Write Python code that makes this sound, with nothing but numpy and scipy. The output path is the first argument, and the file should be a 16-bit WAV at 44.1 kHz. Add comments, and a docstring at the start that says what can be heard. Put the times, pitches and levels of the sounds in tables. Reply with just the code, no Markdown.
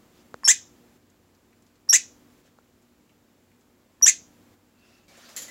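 """A quiet room with soft air noise and a faint hum; then a young red squirrel barks three times in a wire cage.
Each call is a mouth click, a thin arched whistle (a nearly pure tone) and a break into a rough, rising bark
(harmonics and noise ringing in the throat). Small ticks of claws and wire, brushes of hand and sleeve (shaped
noise) and bumps on the camera body (dying tones) are heard too.
At the end the camera swings away with a rustle, and knocks make the cage wires clatter and ring."""
import sys
import numpy as np
from scipy import signal
from scipy.fft import rfft, irfft
from scipy.io import wavfile
from scipy.ndimage import uniform_filter1d, minimum_filter1d

SR = 44100
rng = np.random.default_rng(int(sys.argv[2]) if len(sys.argv) > 2 else 0)


def pcm_store(signal):
    """Save signal as 16-bit PCM."""
    levels = np.round(np.clip(np.atleast_2d(signal), -1, 1) * 32767)
    wavfile.write(sys.argv[1], SR, levels.astype(np.int16).T)


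N = 242717  # length in samples

# In all tables t60 is the time a sound takes to fade by 60 dB.
# colour of the room air: (f/Hz, relative level/dB); AIR_DB is its overall level
AIR_COLOUR = [(25, -26), (50, -8), (100, -9), (135, -9.5), (240, -4), (320, -10.5), (480, -12), (800, -17),
              (1600, -21), (4000, -27), (6500, -28), (7400, -25), (8400, -33.5), (15500, -30.5)]
AIR_DB = -59.5
# steady lines in the hum of an appliance: (f/Hz, level/dB before wavering)
HUM_LINES = [(97, -72.5), (241, -68), (295, -69.5), (360.5, -71.5), (480, -78.5)]

# single echoes from the perch, tray and wall: (delay t/s, gain as a factor, negative = flipped)
ECHOES = [(.0021, 0.1), (.0037, -0.088), (.0056, 0.1), (.0083, -0.16), (0.0114, .12), (0.0148, -0.083)]
# how long the room's tail lasts at each frequency: (f/Hz, t60/s)
ROOM_T60 = [(200, 0.21), (2000, 0.24), (5000, .36), (7300, 0.31), (9000, 0.083), (15000, 0.067)]
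# the mouth beams its treble forward, so less reaches the walls; shapes all scattered echoes: (f/Hz, level/dB)
ROOM_SHARE = [(300, -3), (2000, -1), (3300, 4), (4600, 5.5), (5600, -4.5), (6400, -3.5), (7500, -5),
              (9500, -1.5), (11500, -5), (15000, -4)]

# a finger bumps the camera body: (t/s, peak level/dB, ring length as a factor)
BUMPS = [(.3423, -23, 0.59), (2.587, -38.5, 2.01)]
# tones of the camera body: (f/Hz, relative level/dB, t60/s before the ring factor)
BUMP_MODES = [(128, -21, 0.047), (465, -4.5, 0.019), (870, 7.5, 0.00294), (1390, 1.5, 0.00795),
              (1970, -21, 0.0058), (4140, -16, 0.0054), (7040, -18, .003)]

# colour of the rubbing noise: (f/Hz, relative level/dB per Hz)
RUSTLE_COLOUR = [(120, -35), (200, -4), (244, 4.5), (263, -23), (288, -7), (596, -1.5), (874, -9.5),
                 (1330, -4), (2020, -7.5), (6020, -9), (9140, -19.5), (13200, -23), (15500, -21)]
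# brief brushes of the hand and sleeve: (middle t/s, half length/s, level/dB)
BRUSHES = [(0.184, .05, -62.5), (2.467, 0.028, -59.5), (4.915, 0.13, -59.5)]
# the last brush squeaks faintly
SQUEAK_HZ, SQUEAK_DB = 2676, -63
# the camera swings away: its rustle starts at once, grows to a top and eases off
SWING_S, SWING_TOP_S, SWING_ATTACK_S, SWING_DB = 5.079, 5.29, 0.0045, -47
SWING_GROW_DB_PER_S, SWING_EASE_DB_PER_S = 34.5, 27

# faint ticks of claws and wire: (t/s, peak level/dB before a shared trim, centre f/Hz)
TICKS = [(1.0994, -48, 7200), (1.3493, -49, 5460), (1.5294, -46.5, 2164), (1.6222, -49, 7060),
         (1.6661, -47, 5710), (1.7554, -48.5, 5570), (2.8229, -51, 7340), (3.0944, -50, 2590),
         (3.5167, -48, 2163), (3.6101, -50, 6570)]
# knocks on the cage: (t/s, peak level/dB)
KNOCKS = [(5.08, -53), (5.1706, -42.5), (5.289, -42), (5.3635, -21), (5.371, -29), (5.419, -26.5),
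          (5.481, -39)]
# ringing tones of the wires: (f/Hz, relative level/dB, t60/s)
WIRES = [(1810, -18, 0.25), (2220, -29.5, 0.82), (3120, -10, 0.26), (4135, -11.5, 0.077),
         (5800, -20.5, 0.13), (5850, -29, 0.089), (6450, -23, 0.13), (6800, -27.5, 0.11),
         (7320, 7.5, 0.065), (7580, -1.5, 0.15), (7970, -13.5, 0.14), (10800, -9.5, 0.091),
         (12900, -4, 0.084)]
# colour of the wire-on-wire clatter: (f/Hz, relative level/dB per Hz)
CLATTER_COLOUR = [(120, -38.5), (200, -36), (742, -15.5), (1480, -11), (1620, -12.5), (1810, -1),
                  (2850, -7.5), (3180, -2.5), (5490, -1.5), (7090, 10), (8820, -18), (10200, 1),
                  (15500, -13)]
# single bars that ring on after a knock: (t/s, f/Hz, starting level/dB, t60/s)
PINGS = [(5.081, 2300, -58, 0.76), (5.368, 1877, -49.5, 0.38), (5.484, 2000, -46, 0.185)]

# the whistle that opens each call: (t/s, length/s, pitch f/Hz before arch and scoop,
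# arch as a share of the pitch, level/dB at the top of the arch before flutter,
# rasp level/dB relative to the tone, opening click peak level/dB)
WHISTLES = [(0.4437, 0.035, 5368, .016, -18, -21.5, -30), (1.8898, 0.037, 5490, 0.0393, -15, -30.5, -44.5),
            (4.0229, 0.036, 5610, 0.049, -11.5, -31.5, -32)]
# colour of the rasp under the whistle: (f/Hz, relative level/dB)
RASP_COLOUR = [(300, -22), (1200, -13), (2800, -10.5), (3700, -10.5), (4800, 5), (6200, -1), (7700, -1.5),
               (10000, -9.5), (12000, -12), (15500, -23)]
# the voice starts low and faint, then catches
SCOOP_S, CATCH_S, SCOOP_SHARE, SCOOP_DB = 0.0026, .001, .13, -22
# pitch and level rise and fall in one arch; after it the tone holds on more weakly
ARCH_S, ARCH_DB, HOLD_DB = .028, 8.5, -4.5

# the bark that each whistle breaks into: (t/s, length/s, pitch f/Hz at CLEAR_S,
# level/dB before swell, droop and tremble, roughness 0-1 at the end of the hold,
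# delay of the upward flip/s, flip accent level/dB, breaking click peak level/dB)
BARKS = [(0.4761, 0.039, 1722, -9, 0.23, .040, -0.5, -20.5),
         (1.9271, 0.037, 1864, -10.5, 0.22, .032, 0.5, -28),
         (4.0592, 0.038, 1812, -12, 0.3, .025, 6, -31.5)]
# resonances of the throat and mouth: (f/Hz, relative level/dB)
THROAT = [(100, -38.5), (500, -26.5), (1000, -23), (1300, -21.5), (1800, -11.5), (2300, -16.5), (2800, -11),
          (3500, -15.5), (4300, -25.5), (5400, -11.5), (6300, 1.5), (7400, 1.5), (8300, -14), (9200, -16),
          (10000, -25.5), (11500, -16), (13500, -32), (15500, -21)]
# the pitch leaps up from below, passes the bark's pitch at CLEAR_S and climbs on to a ceiling
LEAP_SHARE, LEAP_S, CLEAR_S, CLIMB_HZ_PER_S, CEILING_HZ = .44, .005, .0135, 18000, 2116
# once in each bark the voice flips briefly upward
FLIP_HZ, FLIP_S = 464, .004
# the level swells, droops while it is held, then is cut off
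BARK_ONSET_DB, BARK_ATTACK_S, DROOP_DB_PER_S = -10.5, .009, -130
RELEASE_DB, RELEASE_S = -20.5, 0.013
# roughness 0-1: harsh at the break, clearest at CLEAR_S, breathy as it dies
ROUGH_BREAK, ROUGH_CLEAR, ROUGH_END = .72, .12, 0.69

# ringing tones of a mouth click: (f/Hz, relative level/dB, t60/s before the ring factor)
CLICK_MODES = [(610, -14, .009), (1087, 0.5, 0.024), (1510, -3.5, .007), (1780, -1, 0.012),
               (3080, -15.5, 0.0034), (6904, -13.5, 0.0092), (8610, -13, 0.0018)]
# the mouth clicks open just before the whistle
CLICK_LEAD_S = 0.0093
# how long the mouth rings, as a factor: on opening and as the bark breaks
OPEN_RING, BREAK_RING = 1.15, 0.82

EDGE_HZ = 15900  # the treble is cut above this


def amp(db):
    """Turns decibels into a plain gain factor."""
    return 10 ** (np.asarray(db) / 20)


def evened(x):
    """Scales a sound to an rms (average strength) of 1."""
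    return x / np.sqrt(np.mean(x ** 2) + 1e-20)


def read(points, hz):
    """Reads a table's value at hz, on a log-frequency axis."""
    f, value = np.transpose(points)
    return np.interp(np.log(hz + 1), np.log(f + 1), value)


def add(mix, s, sound):
    """Adds a sound into the mix from time s on."""
    part = mix[max(round(s * SR), 0):][:len(sound)]
    part += sound[:len(part)]


def noise(spectrum, size):
    """Noise of rms 1 with the given spectrum."""
    white = rfft(rng.standard_normal(size))
    gain = amp(read(spectrum, np.fft.rfftfreq(size, 1 / SR)))
    return evened(irfft(white * gain, size))


def wander(rate_hz, size):
    """Smooth random movement of rms 1, with little above rate_hz."""
    hz = np.fft.rfftfreq(size, 1 / SR)
    keep_slow = np.exp(-(hz / rate_hz) ** 2) * (hz > 0)
    return evened(irfft(rfft(rng.standard_normal(size)) * keep_slow, size))


def swell(middle_s, half_s):
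    """A gain that rises and falls like a bell."""
    return np.exp(-((np.arange(N) / SR - middle_s) / half_s) ** 2)


def background(waver=.3, drift_hz=1.5):
    """Room air as shaped noise, plus an appliance's lines that waver in level and drift in pitch."""
    hum = np.zeros(N)
    for hz, db in HUM_LINES:
        level = amp(db) * (1 + waver * wander(5.5, N)) * np.sqrt(2)  # sqrt(2): level is rms
        phase = 2 * np.pi * np.cumsum(hz + drift_hz * wander(3.4, N)) / SR
        hum += level * np.sin(phase)
    return amp(AIR_DB) * noise(AIR_COLOUR, N) + hum


def room(x, near_db=-9.5, tail_db=-21, near_t60=.17):
    """Single echoes and a quick scatter from the cage corner, then the small room's tail."""
    size = SR * 3 // 4
    t = np.arange(size) / SR
    # sparse random reflections, about 4000 a second, after a 4 ms gap
    signs = rng.choice([-1., 1.], (2, size))
    present = (rng.random((2, size)) < 4000 / SR) * (np.arange(size) > .004 * SR)
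    far_taps, near_taps = signs * present
    # each frequency of the tail fades at its own pace
    hz, frame_s, z = signal.stft(far_taps, SR, nperseg=256)
    tail_fade = amp(-60 * frame_s / read(ROOM_T60, hz)[:, None])
    tail = signal.istft(z * tail_fade, SR, nperseg=256)[1][:size]
    near = near_taps * amp(-60 * t / near_t60)
    response = amp(tail_db) * tail / np.linalg.norm(tail)
    response += amp(near_db) * near / np.linalg.norm(near)
    share = amp(read(ROOM_SHARE, np.fft.rfftfreq(size, 1 / SR)))
    response = irfft(rfft(response) * share, size)
    for s, gain in ECHOES:
        add(response, s, np.array([gain]))
    return x + signal.fftconvolve(x, response)[:N]


def rustle(patch_db=2.5, squeak_width_hz=150):
    """Patchy rubbing: brief brushes, a squeak in the last one, then the camera's swing."""
    t = np.arange(N) / SR
    # random louder and softer patches in time and frequency
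    z = signal.stft(noise(RUSTLE_COLOUR, N), nperseg=256)[2]
    patches = uniform_filter1d(rng.standard_normal(z.shape), size=4, axis=0)
    patches = evened(uniform_filter1d(patches, size=9, axis=1))
    rub = evened(signal.istft(z * amp(patch_db * patches), nperseg=256)[1][:N])

    growing_db = SWING_GROW_DB_PER_S * (SWING_TOP_S - t)
    easing_db = SWING_EASE_DB_PER_S * (t - SWING_TOP_S)
    below_top_db = np.maximum(growing_db, easing_db)
    attack = np.clip((t - SWING_S) / SWING_ATTACK_S, 0, 1)
    swing = attack * amp(SWING_DB - below_top_db)
    brushes = sum(amp(db) * swell(s, half) for s, half, db in BRUSHES)

    # a narrow band of noise around the squeak's pitch
    phase = 2 * np.pi * SQUEAK_HZ * t
    squeak = wander(squeak_width_hz, N) * np.sin(phase) + wander(squeak_width_hz, N) * np.cos(phase)
    last_s, last_half, _ = BRUSHES[-1]
    return rub * (swing + brushes) + amp(SQUEAK_DB) * swell(last_s, last_half) * squeak


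def pops(rows, modes):
    """Dull, quickly damped pops; neighbouring modes swing in opposite directions."""
    out, t = np.zeros(N), np.arange(SR // 10) / SR
    for s, peak_db, ring in rows:
        pop = np.zeros(len(t))
        for k, (hz, db, t60) in enumerate(modes):
            fade = amp(db - 60 * t / (t60 * ring))
            pop += (-1) ** k * fade * np.sin(2 * np.pi * hz * t)
        add(out, s, amp(peak_db) * pop / abs(pop).max())
    return out


def camera_bumps():
    """A finger's bump sets the camera body ringing briefly."""
    return pops(BUMPS, BUMP_MODES)


def ticks(trim_db=-3, skirt_db=-14):
    """Tiny scratches of fast-fading noise around one frequency, as the animal shifts its grip."""
    out, t = np.zeros(N), np.arange(SR // 10) / SR
    fade = amp(-60 * t / .04)  # t60 of 0.04 s
    for s, peak_db, hz in TICKS:
        colour = [(hz / 2, skirt_db), (hz, 0), (hz * 2, 2 * skirt_db)]
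        tick = noise(colour, len(t)) * fade
        add(out, s, amp(peak_db + trim_db) * tick / abs(tick).max())
    return out


def cage(clatter_t60=0.21, ring_db=-5, rise_s=0.00057):
    """Each knock is a short clatter of wire on wire that leaves the bars ringing."""
    out, t = np.zeros(N), np.arange(SR // 2) / SR
    for s, peak_db in KNOCKS:
        ring = np.zeros(len(t))
        for hz, db, t60 in WIRES:
            ring += amp(db - 60 * t / t60) * np.sin(2 * np.pi * (hz * t + rng.random()))
        clatter = noise(CLATTER_COLOUR, len(t)) * amp(-60 * t / clatter_t60)
        hit = (clatter + amp(ring_db) * ring) * (1 - np.exp(-t / rise_s))
        add(out, s, amp(peak_db) * hit / abs(hit).max())
    return out


def pings():
    """Single bars each sing a thin, dying note: a fading sine."""
    out, t = np.zeros(N), np.arange(SR // 2) / SR
    for s, hz, db, t60 in PINGS:
        add(out, s, amp(db - 60 * t / t60) * np.sin(2 * np.pi * hz * t))
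    return out


def whistle(start, length, pitch_hz, arch_share, level_db, rasp_db, flutter_db=2.5, octave_db=-20):
    """A nearly pure, fluttering tone with a weak octave and a trace of rasp; returns its start too."""
    t = np.arange(-SCOOP_S, length, 1 / SR)
    size = len(t)
    arch = np.sin(np.pi * np.clip(t / ARCH_S, 0, 1))
    scoop = np.clip(1 - t / CATCH_S, 0, 1)
    hz = pitch_hz * (1 + arch_share * arch - SCOOP_SHARE * scoop)
    off_arch_db = np.where(t < ARCH_S / 2, -ARCH_DB, HOLD_DB)
    db = level_db + (1 - arch) * off_arch_db + SCOOP_DB * scoop
    jitter = .005 * wander(600, size)
    phase = 2 * np.pi * np.cumsum(hz * (1 + jitter)) / SR
    tone = evened(np.sin(phase) + amp(octave_db) * np.sin(2 * phase))
    tone = tone + amp(rasp_db) * noise(RASP_COLOUR, size)
    level = amp(db + flutter_db * wander(170, size))
    return start - SCOOP_S, level * tone * signal.windows.tukey(size, .08)


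def throat(x):
    """Rings x through the throat; the phase lag follows from the gain, as in any passive cavity."""
    size = 8192
    log_gain = np.log(amp(read(THROAT, abs(np.fft.fftfreq(size, 1 / SR)))))
    taps = np.fft.ifft(np.exp(np.conj(signal.hilbert(log_gain)))).real[:size // 8]
    return evened(signal.fftconvolve(x, taps)[:len(x)])


def bark_gesture(length, pitch_hz, level_db, held_rough, flip_delay, accent_db, tremble_db=1.5):
    """Pitch, level and roughness through one bark."""
    t = np.arange(0, length + RELEASE_S, 1 / SR)
    climb = np.minimum(pitch_hz + CLIMB_HZ_PER_S * (t - CLEAR_S), CEILING_HZ)
    leap = 1 - LEAP_SHARE * np.exp(-(t / LEAP_S) ** 2)
    flip = np.exp(-((t - flip_delay) / FLIP_S) ** 2)
    hz = climb * leap + FLIP_HZ * flip

    attack = np.minimum(t / BARK_ATTACK_S, 1)
    release = np.maximum(t - length, 0) / RELEASE_S
    db = level_db + BARK_ONSET_DB * (1 - attack) + RELEASE_DB * release
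    db = db + DROOP_DB_PER_S * np.maximum(t - CLEAR_S, 0)
    db = db + accent_db * flip + tremble_db * wander(300, len(t))

    rough = np.interp(t, [0, CLEAR_S, length, t[-1]], [ROUGH_BREAK, ROUGH_CLEAR, held_rough, ROUGH_END])
    return hz, db, np.clip(rough, 0, 1)


def bark(pitch_hz, db, rough, jitter=0.16, shimmer=1.0, rasp=0.919, soft_hz=10500, scatter=.15):
    """The folds slap irregularly; their harmonics sweep up through the throat's main resonance."""
    size = len(db)
    hz = pitch_hz * (1 + jitter * rough * wander(700, size))
    # each slap lands a little early or late, which smears the upper harmonics into noise
    phase = 2 * np.pi * np.cumsum(hz) / SR + scatter * np.sqrt(rough) * wander(2010, size)
    k = np.arange(1, 15)[:, None]  # harmonic numbers
    heights = 1 / (1 + (k * hz / soft_hz) ** 4)
    slaps = (heights * np.cos(k * phase)).sum(0)
    slaps = slaps * (1 + shimmer * rough * wander(760, size))
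    # breath noise pulses along with the slaps
    turbulence = rng.standard_normal(size) * (1 + .5 * np.cos(phase))
    voice = np.sqrt(1 - rough ** 2) * throat(slaps) + rasp * rough * throat(turbulence)
    return amp(db) * voice * signal.windows.tukey(size, .05)


def squirrel():
    """Three calls: the mouth clicks open, a whistle sounds, then a click marks the break into a bark."""
    out, clicks = np.zeros(N), []
    for s, *shape, click_db in WHISTLES:
        add(out, *whistle(s, *shape))
        clicks.append((s - CLICK_LEAD_S, click_db, OPEN_RING))
    for s, *shape, click_db in BARKS:
        add(out, s, bark(*bark_gesture(*shape)))
        clicks.append((s, click_db, BREAK_RING))
    return out + pops(clicks, CLICK_MODES)


def scene():
    """Sounds in the cage set the room ringing; those at the camera and the background stay dry."""
    in_cage = squirrel() + ticks() + cage() + pings()
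    mix = room(in_cage) + camera_bumps() + rustle() + background()
    return mix[None]


def record(dry, open_db=-42, hold_s=0.394, quiet_db=-4.0):
    """A noise suppressor starts open, reopens for loud sounds and lowers the rest; peaks are rounded off."""
    t = np.arange(N) / SR
    power_db = 10 * np.log10(abs(uniform_filter1d(dry[0] ** 2, size=400)) + 1e-12)
    last_loud = np.maximum.accumulate(t * (power_db > open_db))
    # 0 = open, 1 = shut, with a smooth change between
    shut = uniform_filter1d((t - last_loud > hold_s) * 1., size=900)
    peaks = -minimum_filter1d(-abs(dry[0]), size=64)
    limiter = uniform_filter1d(np.minimum(1, .74 / (peaks + 1e-9)), size=48)
    treble_cut = signal.firwin(511, EDGE_HZ, window=("kaiser", 9), fs=SR)
    return signal.oaconvolve(dry * amp(quiet_db * shut) * limiter, treble_cut[None], "same")


dry = scene()
out = record(dry)
pcm_store(out)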